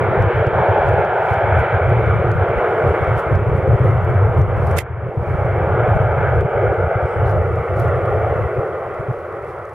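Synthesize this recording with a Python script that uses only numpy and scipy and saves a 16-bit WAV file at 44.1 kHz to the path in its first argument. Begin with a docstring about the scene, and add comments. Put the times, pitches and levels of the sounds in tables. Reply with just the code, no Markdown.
"""An airliner with two rear engines rolls down a runway in reverse thrust, heard from beyond the fence.
Its roar is shaped noise in three bands, combed by a ground echo, dulled by air, fading as the engines spool down.
Gusts, abruptly gated low noise, buffet the microphone; hands on the camera rustle, squeak and tick in hiss bursts.
The gain control dips at the hardest gusts and ducks for half a second after one sharp click,
which is a noise crack with decaying case resonances."""
import sys
import numpy as np
from scipy import signal
from scipy.fft import rfft, irfft, next_fast_len
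from scipy.io import wavfile
from scipy.ndimage import uniform_filter1d, minimum_filter1d, map_coordinates

SR = 44100
rng = np.random.default_rng(int(sys.argv[2]) if len(sys.argv) > 2 else 0)


def inscribe(sig):
    """Save sig as 16-bit PCM at rate SR to the path in sys.argv[1].

    A 1-D sig is mono; a 2-D sig holds one channel per row.
    Samples are clipped to [-1, 1] before scaling.
    """
    pcm = np.round(np.clip(np.atleast_2d(sig).T, -1, 1) * 32767)
    wavfile.write(sys.argv[1], SR, pcm.astype(np.int16))


N = 429521
TIME = np.arange(N) / SR
TOP_HZ = 15830  # upper band limit


def amp(db):
    """Level law: decibels to an amplitude ratio."""
    return 10 ** (np.asarray(db) / 20)


def unit(x):
    """Normalization: x at rms 1."""
    return x / np.sqrt(np.mean(x ** 2) + 1e-20)


def along(points, hz):
    """Logarithmic frequency scale: (Hz, value) points read between their knots."""
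    f, v = np.transpose(points)
    return np.interp(np.log(hz + 1), np.log(f + 1), v)


def curves(rows):
    """Linear interpolation: one value per sample for each column after the time."""
    s, *columns = np.transpose(rows)
    return [np.interp(TIME, s, column) for column in columns]


def smooth(x, seconds):
    """Running mean of a positive quantity."""
    return np.abs(uniform_filter1d(x, max(1, int(seconds * SR))))


def wobble(rate):
    """Random modulation: a smooth curve through rate random knots a second."""
    knots = rng.standard_normal(int(N * rate / SR) + 4)
    return map_coordinates(knots, [TIME * rate])


def filtered(x, response):
    """Linear filtering: the spectrum of x times a response of frequency."""
    m = next_fast_len(N + 8192)
    hz = np.fft.rfftfreq(m, 1 / SR)
    return irfft(rfft(x, m) * response(hz), m)[..., :N]


def below(hz, edge_hz, order=10):
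    """Low-pass gain, one half at the edge."""
    return 1 / (1 + (hz / edge_hz) ** order)


def panned(lr_db):
    """Interchannel level difference: gains that make left lr_db louder than right."""
    return amp(np.array([[lr_db], [-lr_db]]) / 2)


def rush(spectrum, alike):
    """Partial coherence: coloured stereo noise of rms 1, its channels correlated as alike tells."""
    def mid_and_side(hz):
        turn = np.arccos(np.clip(along(alike, hz), -1, 1)) / 2
        return amp(along(spectrum, hz)) * [np.cos(turn), np.sin(turn)]

    mid, side = filtered(rng.standard_normal((2, N)), mid_and_side)
    return unit(np.array([mid + side, mid - side]))


def add(track, s, sound):
    """Superposition: mix a short stereo sound in at time s."""
    part = track[:, round(s * SR):][:, :sound.shape[1]]
    part += sound[:, :part.shape[1]]


def tick(db, hz, decay_s):
    """Impulsive noise: a burst around hz under exponential decay, db rms at its peak."""
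    t = TIME[:SR // 32]
    decay = np.exp(-t / decay_s)
    burst = decay * (rng.standard_normal(len(t)) + .5 * rng.standard_normal((2, len(t))))
    edges_hz = [hz * 2 / 3, min(hz * 3 / 2, TOP_HZ)]
    burst = signal.sosfilt(signal.butter(1, edges_hz, "band", fs=SR, output="sos"), burst)
    return amp(db) * unit(burst) * np.sqrt(np.mean(decay ** 2))


# Small ticks of the camera body.
# Each row: start in seconds, rms level at the peak in dB, left over right in dB, centre in Hz.
BODY_TICKS = [(0.8874, -46, 6, 9500), (0.8902, -44, 2, 3800), (0.9348, -49, 3, 8560),
              (1.0498, -43, -1, 3310), (1.3405, -43, 1.5, 3600), (1.5913, -46, 7, 9040),
              (1.8971, -46, 1.5, 8500), (3.1944, -41, -3, 5970), (3.204, -48, 3, 10900),
              (3.222, -50.5, 1, 9950), (3.7938, -51.5, 5, 9000), (3.8845, -51.5, 3, 10140),
              (4.0478, -45, 5.5, 9950), (4.6678, -44.5, 4, 9500), (4.7125, -38.5, 2.5, 6000),
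              (7.295, -45, 1, 5020), (7.7675, -48, 5, 7930), (7.798, -35, 6, 12500),
              (7.882, -46.5, 4.5, 11000), (9.653, -48, -8, 3400)]


def ticks(decay_s=0.00095):
    """Sudden release of strain: the body gives under the fingers with sharp ticks, some dull, some bright."""
    sound = np.zeros((2, N))
    for s, db, lr_db, hz in BODY_TICKS:
        add(sound, s, tick(db, hz, decay_s) * panned(lr_db))
    return sound


# Skin catching on the case with a breathy squeak.
# Each row: centre in seconds, peak level in dB, half-width in seconds, pitch of the hiss in Hz.
SKIN_SQUEAKS = [(7.1, -65.5, 0.071, 5100), (7.12, -64, 0.08, 8300), (7.265, -58, 0.014, 4000),
                (8.125, -67.5, 0.022, 11200)]


def squeaks(width_hz=550):
    """Frictional noise through a resonance: a dragging fingertip makes a short swell of narrow hiss."""
    sound = np.zeros((2, N))
    for s, db, half_width_s, hz in SKIN_SQUEAKS:
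        resonance = signal.iirpeak(hz, hz / width_hz, fs=SR)
        band = signal.lfilter(*resonance, rng.standard_normal((2, N)))
        sound += amp(db) * np.exp(-((TIME - s) / half_width_s) ** 2) * unit(band)
    return sound


# Spectrum of skin on the camera. Each row: frequency in Hz, relative density in dB per Hz.
SKIN_SPECTRUM = [(1000, -21.5), (3500, 7), (5500, 4), (7000, 1), (9000, 2.5), (11000, 4.5), (13500, -4),
                 (15800, -18)]
# Fingers sliding. Each row: centre in seconds, nominal hiss level in dB, half-width in seconds.
FINGER_SLIDES = [(.875, -59.5, 0.042), (1.3, -60.5, 0.11), (1.598, -57, 0.019), (2.95, -62.5, 0.44),
                 (3.188, -53, 0.025), (3.57, -61, .02), (3.87, -62, 0.074), (4.7, -56.5, 0.09),
                 (5.33, -67.5, 0.21), (7.3, -57.5, 0.033), (7.81, -55, 0.048), (8.1, -65.5, 0.79),
                 (9.5, -63, .04)]


def hands(rest_db=-66, grain_db=0.6, puff_db=-0.3, specks_per_s=16, speck_db=-3.02, speck_spread_db=4,
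          speck_s=0.0023, sheen_db=-15, sheen_grows=1.5):
    """Sliding friction: a grainy hiss with tiny specks, louder and brighter whenever a finger slides."""
    # the resting hiss and overlapping slides add in power
    slide_power = np.ones(N)
    for s, db, half_width_s in FINGER_SLIDES:
        swell = np.exp(-((TIME - s) / half_width_s) ** 2)
        slide_power = slide_power + (amp(db - rest_db) * swell) ** 2
    slide = np.sqrt(slide_power)
    # specks fall at random, as in a Poisson process
    gaps, sizes = rng.exponential(size=(400, 2)).T
    at = np.minimum(np.cumsum(gaps) / specks_per_s * SR, N).astype(int)
    specks = np.bincount(at, amp(speck_db + speck_spread_db * np.minimum(sizes, 2)), N + 1)[:N]
    specks = smooth(specks, speck_s) * speck_s * SR
    grain = unit(amp(grain_db * wobble(210) + puff_db * wobble(25))) + specks
    hiss = slide * rush(SKIN_SPECTRUM, [(3000, 0.48), (12000, 0.089)])
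    # the sheen grows faster than the slide, which brightens it
    bright = rush([(5000, -22.5), (12000, 0.5), (15000, -0.5), (17000, -39.0)], [(12000, .1)])
    sheen = amp(sheen_db) * slide ** sheen_grows * bright
    return amp(rest_db) * grain * panned(2) * (hiss + sheen)


# The click, a catch and then a snap. Each row: start in seconds, crack in dB, ring in dB, before panning.
CATCH_AND_SNAP = [(4.784, -21.5, -35), (4.7882, -15.5, -9)]
# Resonances of the camera case. Each row: frequency in Hz, relative level in dB, 60 dB decay in seconds.
CASE_MODES = [(2060, 0, .022), (2600, -10, .025), (3150, -13, .025), (3574, -19, .03), (4764, -27, .03),
              (5912, -28, .03), (7300, -21, .025), (8765, -24, .025)]
# Scrapes around the snap. Each row: centre in seconds, nominal level in dB, half-width in seconds.
PART_SCRAPES = [(4.776, -32, .010), (4.804, -26.5, .015)]


def click(chatter_db=-5, judder_db=1.5, crack_t60=.013):
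    """Modal excitation: a part scrapes, catches and snaps home by the right port, ringing the case."""
    t = TIME[:SR // 8]
    ring = sum(amp(db - 60 * t / t60) * np.sin(2 * np.pi * hz * t) for hz, db, t60 in CASE_MODES)
    scrape = sum(amp(db) * np.exp(-((TIME - s) / width) ** 2) for s, db, width in PART_SCRAPES)
    force = scrape * unit(amp(judder_db * wobble(500)))
    # the scrape drives the same resonances with noise
    chatter = signal.fftconvolve(force * rng.standard_normal(N), ring / np.linalg.norm(ring))[:N]
    case = np.tile(amp(chatter_db) * chatter, (2, 1))
    force = np.tile(force, (2, 1))
    for s, crack_db, ring_db in CATCH_AND_SNAP:
        add(case, s, amp(ring_db) * ring[None])
        add(force, s, amp(crack_db - 60 * t / crack_t60)[None])
    crack = rush([(800, -28.0), (2100, 11.0), (3000, 2), (4500, -3.5), (7500, -0.5), (11000, -1),
                  (13500, -3.5), (15800, -28)], [(3000, 0.25), (12000, 0.023)])
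    return case * panned(-9) + force * crack * panned(-6.5)


# Gusts that overload the microphone.
# Each row: start in seconds, peak pressure push in dB, tick in dB, tick centre in Hz.
OVERLOADING_GUSTS = [(.224, -4, -35, 2200), (.4685, -4.5, -36.5, 2400), (2.3164, -5, -35.5, 1800),
                     (3.3552, -3, -26, 650), (4.4164, -2.5, -34, 2000), (6.4097, -3, -35, 2100)]


def slams(decay_s=.0008, crest_s=.015, half_width_s=.035):
    """Overload: the hardest gusts give a dull tick and a slow push of pressure, too low to hear."""
    sound = np.zeros((2, N))
    for s, push_db, tick_db, tick_hz in OVERLOADING_GUSTS:
        sound += amp(push_db) * np.exp(-((TIME - s - crest_s) / half_width_s) ** 2)
        add(sound, s, tick(tick_db, tick_hz, decay_s))
    return sound


# Spectrum of wind on the microphone. Each row: frequency in Hz, relative density in dB per Hz.
WIND_SPECTRUM = [(15, -35), (30, -23.5), (50, -15), (70, -4.5), (90, 2.5), (120, 0), (150, -11.5),
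                 (200, -24.5), (270, -36.5), (500, -54), (1000, -78.5)]
# Gusts and short puffs. Each row: start in seconds, end in seconds, nominal level in dB.
GUST_SPANS = [(0.003, 0.121, -17.5), (0.176, 0.286, -15.0), (0.345, 0.429, -17.5), (0.47, 0.49, -13),
              (0.534, 0.562, -18), (0.567, 0.624, -19.5), (0.689, 0.726, -12), (0.796, 0.812, -14),
              (0.85, 0.949, -16), (0.958, 1.008, -16), (1.308, 1.33, -16.5), (1.371, 1.392, -19.5),
              (1.429, 1.517, -17), (1.517, 1.629, -13), (1.727, 1.775, -17.5), (1.812, 2.222, -15),
              (2.246, 2.44, -15.5), (2.48, 2.523, -20.0), (2.559, 2.591, -17), (2.839, 2.923, -15.5),
              (3.009, 3.047, -17), (3.075, 3.184, -16), (3.266, 3.292, -19.5), (3.312, 3.376, -11),
              (3.392, 3.444, -14.5), (3.463, 3.503, -13), (3.518, 3.558, -14.5), (3.581, 3.603, -16),
              (3.629, 3.655, -18.5), (3.676, 3.761, -10.5), (3.803, 3.995, -13.5), (3.991, 4.14, -16.5),
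              (4.141, 4.269, -12), (4.273, 4.364, -19.5), (4.366, 4.441, -7.5), (4.439, 4.803, -16.5),
              (4.8, 4.86, -18.5), (4.886, 5.107, -16.5), (5.173, 5.23, -15.5), (5.274, 5.36, -14.5),
              (5.384, 5.435, -17), (5.449, 5.587, -16.5), (5.599, 5.68, -19.0), (5.695, 5.764, -18),
              (5.777, 5.849, -18.5), (5.876, 5.973, -12), (6.002, 6.08, -13.5), (6.076, 6.385, -18),
              (6.374, 6.465, -13.5), (6.551, 6.723, -19.5), (6.781, 6.879, -17), (6.956, 6.983, -14),
              (7.024, 7.062, -19), (7.164, 7.424, -16), (7.431, 7.629, -19), (7.692, 7.998, -18),
              (8.017, 8.051, -17.5), (8.068, 8.29, -20.5), (8.298, 8.336, -19.5), (8.358, 8.473, -17.5),
              (8.561, 8.6, -20), (8.997, 9.012, -18), (9.086, 9.116, -16.5)]


def wind(edge_s=.007, evenness=0.8, lump_db=1.47, eddy_db=1.0, breeze_db=-39, low_cut_hz=24, stall_db=-4):
    """Turbulent pressure: gusts thud low on the microphone, abruptly on and off, over a light breeze."""
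    force = np.full(N, amp(breeze_db))
    for start, end, db in GUST_SPANS:
        force[(TIME >= start) & (TIME <= end)] = amp(db)
    air = rush(WIND_SPECTRUM, [(25, .3), (60, 0.79), (100, 0.99), (200, 0.77)])
    # within a gust the pressure nearly keeps its strength, apart from passing eddies and quick lumps
    air = air / (smooth(np.mean(air ** 2, axis=0), 0.034) + 1e-6) ** (evenness / 2)
    air = unit(air * amp(eddy_db * wobble(16) + lump_db * wobble(55)))
    thuds = smooth(force, edge_s) * air
    # the strongest eddies level off
    strength = np.sqrt(2 * smooth(np.mean(thuds ** 2, axis=0), 0.01))
    thuds = thuds / (1 + (strength / amp(stall_db)) ** 4) ** (1 / 4)
    return filtered(thuds, lambda hz: 1 - below(hz, low_cut_hz, order=2))


# The ground echo along the roll.
# Each row: time in seconds, second cancellation in Hz, echo share of the direct sound before scattering.
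GROUND_ECHO = [(0, 1147, 0.18), (1, 1125, 0.72), (3.2, 1005, 0.3), (5.2, 1002, 0.25), (6.198, 1077, .72),
               (8.001, 948, 0.71), (9.699, 920, 0.47)]


def over_ground(x, rough_hz=2100, air_db=0.89, patchy_db=1.2):
    """Interference and absorption: the ground echo cuts a sliding comb; the air dulls and makes patchy."""
    hz, s, z = signal.stft(x, SR, nperseg=1024)
    hz = hz[:, None]
    times, notch_hz, echo = np.transpose(GROUND_ECHO)
    # grass turns the echo by a third of a cycle, so the first notch lies at a quarter of the second
    cycles = (4 * hz / np.interp(s, times, notch_hz) - 1) / 3
    # uneven ground scatters the short waves
    echo = np.interp(s, times, echo) * np.exp(-(hz / rough_hz) ** 2)
    comb = np.abs(1 - echo * np.exp(2j * np.pi * cycles)) / np.hypot(1, echo)
    # each second of rolling puts more air in the way: air_db more loss at 3 kHz
    loss_db = air_db * (s - s.mean()) * np.minimum(hz / 3000, 2) ** 2
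    eddies = uniform_filter1d(rng.standard_normal(z.shape[1:]), size=8, axis=0)
    eddies = uniform_filter1d(eddies, size=9, axis=1)
    gain = comb * amp(patchy_db * unit(eddies) - loss_db)
    return signal.istft(z * gain, SR, nperseg=1024)[1][:, :N]


# The course of the roar.
# Each row: time in seconds, nominal level in dB, brightness (relative middle over large eddies) in dB.
ROAR_COURSE = [(0.0, -18, -5), (0.45, -17.5, -3.5), (0.8, -17, -1.5), (1.05, -17, -1.5), (1.2, -16, 6.5),
               (1.65, -16, 0.5), (1.8, -18.0, -2), (2.1, -19, -4.5), (2.4, -19.5, -6), (2.6, -18, -1),
               (2.95, -16.5, -3.5), (3.3, -20.5, 1), (3.6, -23, -6), (3.9, -22, -2), (4.05, -23, -0.5),
               (4.35, -21, -5.5), (4.5, -21, 1.5), (4.8, -22, 0.5), (4.9, -22.5, -1), (5.09, -26, -6.5),
               (5.35, -23.5, -6), (5.69, -18.5, 0.5), (6.29, -19.5, 0), (6.44, -19.5, -6),
               (6.74, -19.0, -4), (6.89, -20.5, 1.5), (7.04, -19.5, 0), (7.34, -19.5, 1.5),
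               (7.49, -22.5, -5.5), (7.79, -20.0, -0.5), (8.24, -19, 1), (8.54, -24.5, -2),
               (8.84, -24.5, -2.5), (8.99, -26, -2), (9.44, -28.5, -5), (9.74, -32.5, 2.5)]
# Roar at the camera: low-heavy noise with fixed dips, falling steeply above 3.5 kHz.
# Each row: frequency in Hz, relative density in dB per Hz.
ROAR_SPECTRUM = [(25, -37), (60, -18.5), (110, -6), (170, -7), (270, -16), (350, 1), (450, 1.5), (700, -8),
                 (1400, -11), (1900, -19.5), (2300, -21), (2800, -34.5), (3200, -37), (3550, -44.5),
                 (3800, -52), (8000, -100)]
# The jet at the two microphone ports. Each row: frequency in Hz, left-right correlation (no unit).
PORT_LIKENESS = [(100, 0.8), (500, 1), (950, 0.97), (1600, 0.96), (2800, 0.78)]


def jet(rumble_db=-4.0, roar_db=-6.5, rasp_db=-8.0, rumble_yields=0.53, rasp_follows=0.86, swell_db=0.8,
        surge_db=.5, flutter_db=0.42, lag_s=4e-5):
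    """Jet mixing noise: exhaust thrown forward by the reversers, its large, middle and small eddies on one level."""
    noise = over_ground(rush(ROAR_SPECTRUM, PORT_LIKENESS))
    low = filtered(noise, lambda hz: below(hz, 634))
    high = filtered(noise, lambda hz: 1 - below(hz, 896))
    middle = noise - low - high
    level, bright = curves(ROAR_COURSE)
    rumble = level + rumble_db - rumble_yields * bright
    roar = level + roar_db + (1 - rumble_yields) * bright
    rasp = level.mean() + rasp_db + rasp_follows * (level - level.mean())
    # each band also swells by chance
    bands = [(rumble, low), (roar, middle), (rasp, high)]
    sound = sum(amp(db + swell_db * wobble(5.3)) * unit(band) for db, band in bands)
    # the sound reaches the right port first, by lag_s
    ports = np.array([[-1], [1]])
    sound = filtered(sound, lambda hz: np.exp(np.pi * 1j * hz * lag_s * ports))
    # moving air on the way makes the whole roar surge and flutter
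    return sound * amp(surge_db * wobble(12) + flutter_db * wobble(24))


def scene():
    """Superposition: the distant jet, with wind and handling at the camera."""
    return jet() + wind() + slams() + hands() + squeaks() + ticks() + click()


# slow pressure above this level turns the gain down
OVERLOAD_DB, OVERLOAD_HZ = -6, 25
# lag of the gain, lag of its extra treble cut, longest stay at the bottom after a hard peak
ATTACK_S, TREBLE_LAG_S, HOLD_S = .005, .03, .13


def gain_control(x, threshold_db=-13, slope=0.53, depth_db=9.5, recovery_db_per_s=25.5, stand_out=4,
                 treble_share=.45):
    """Level compression: a sharp peak or a wind push cuts the gain, treble most; both climb back steadily."""
    heard = x * signal.windows.tukey(N, .01)

    def power(lo_hz, hi_hz):
        band = filtered(heard, lambda hz: below(hz, hi_hz, order=20) - below(hz, lo_hz, order=20))
        return np.mean(band ** 2, axis=0)

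    edge = power(4200, 7000)
    roar = minimum_filter1d(smooth(power(1800, 3300), .1), SR // 4)
    # only a peak well above its own surroundings counts as sudden
    sudden = np.maximum(smooth(edge, 0.0038) - stand_out * smooth(edge, 0.058), 1e-14)
    # room beyond the depth becomes the hold
    cut_db = slope * (10 * np.log10(sudden / roar) - threshold_db)
    cut_db = np.clip(cut_db, 0, depth_db + HOLD_S * recovery_db_per_s)
    pressure = np.abs(filtered(x.mean(axis=0), lambda hz: below(hz, OVERLOAD_HZ)))
    cut_db = np.maximum(cut_db, 20 * np.log10(pressure + 1e-9) - OVERLOAD_DB)
    # a straight climb in dB after each cut
    climb = TIME * recovery_db_per_s
    cut_db = np.minimum(np.maximum.accumulate(cut_db + climb) - climb, depth_db)

    def lagged(seconds):
        step = 1 / (seconds * SR)
        return signal.lfilter([step], [1, step - 1], cut_db)

    body = filtered(x, lambda hz: below(hz, 3500))
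    treble = (x - body) * amp(-treble_share * lagged(TREBLE_LAG_S))
    return (body + treble) * amp(-lagged(ATTACK_S))


def record(dry):
    """Band limiting: the camera rides its gain, dips one narrow notch and cuts the lowest and highest tones."""
    notch_hz, half_width_hz, depth, bottom_hz = 2500, 30, .8, 22

    def response(hz):
        notch = 1 - depth / (1 + 1j * (hz - notch_hz) / half_width_hz)
        return notch * (1 - below(hz, bottom_hz)) * (hz < TOP_HZ)

    return filtered(gain_control(dry), response)


dry = scene()
out = record(dry)
inscribe(out)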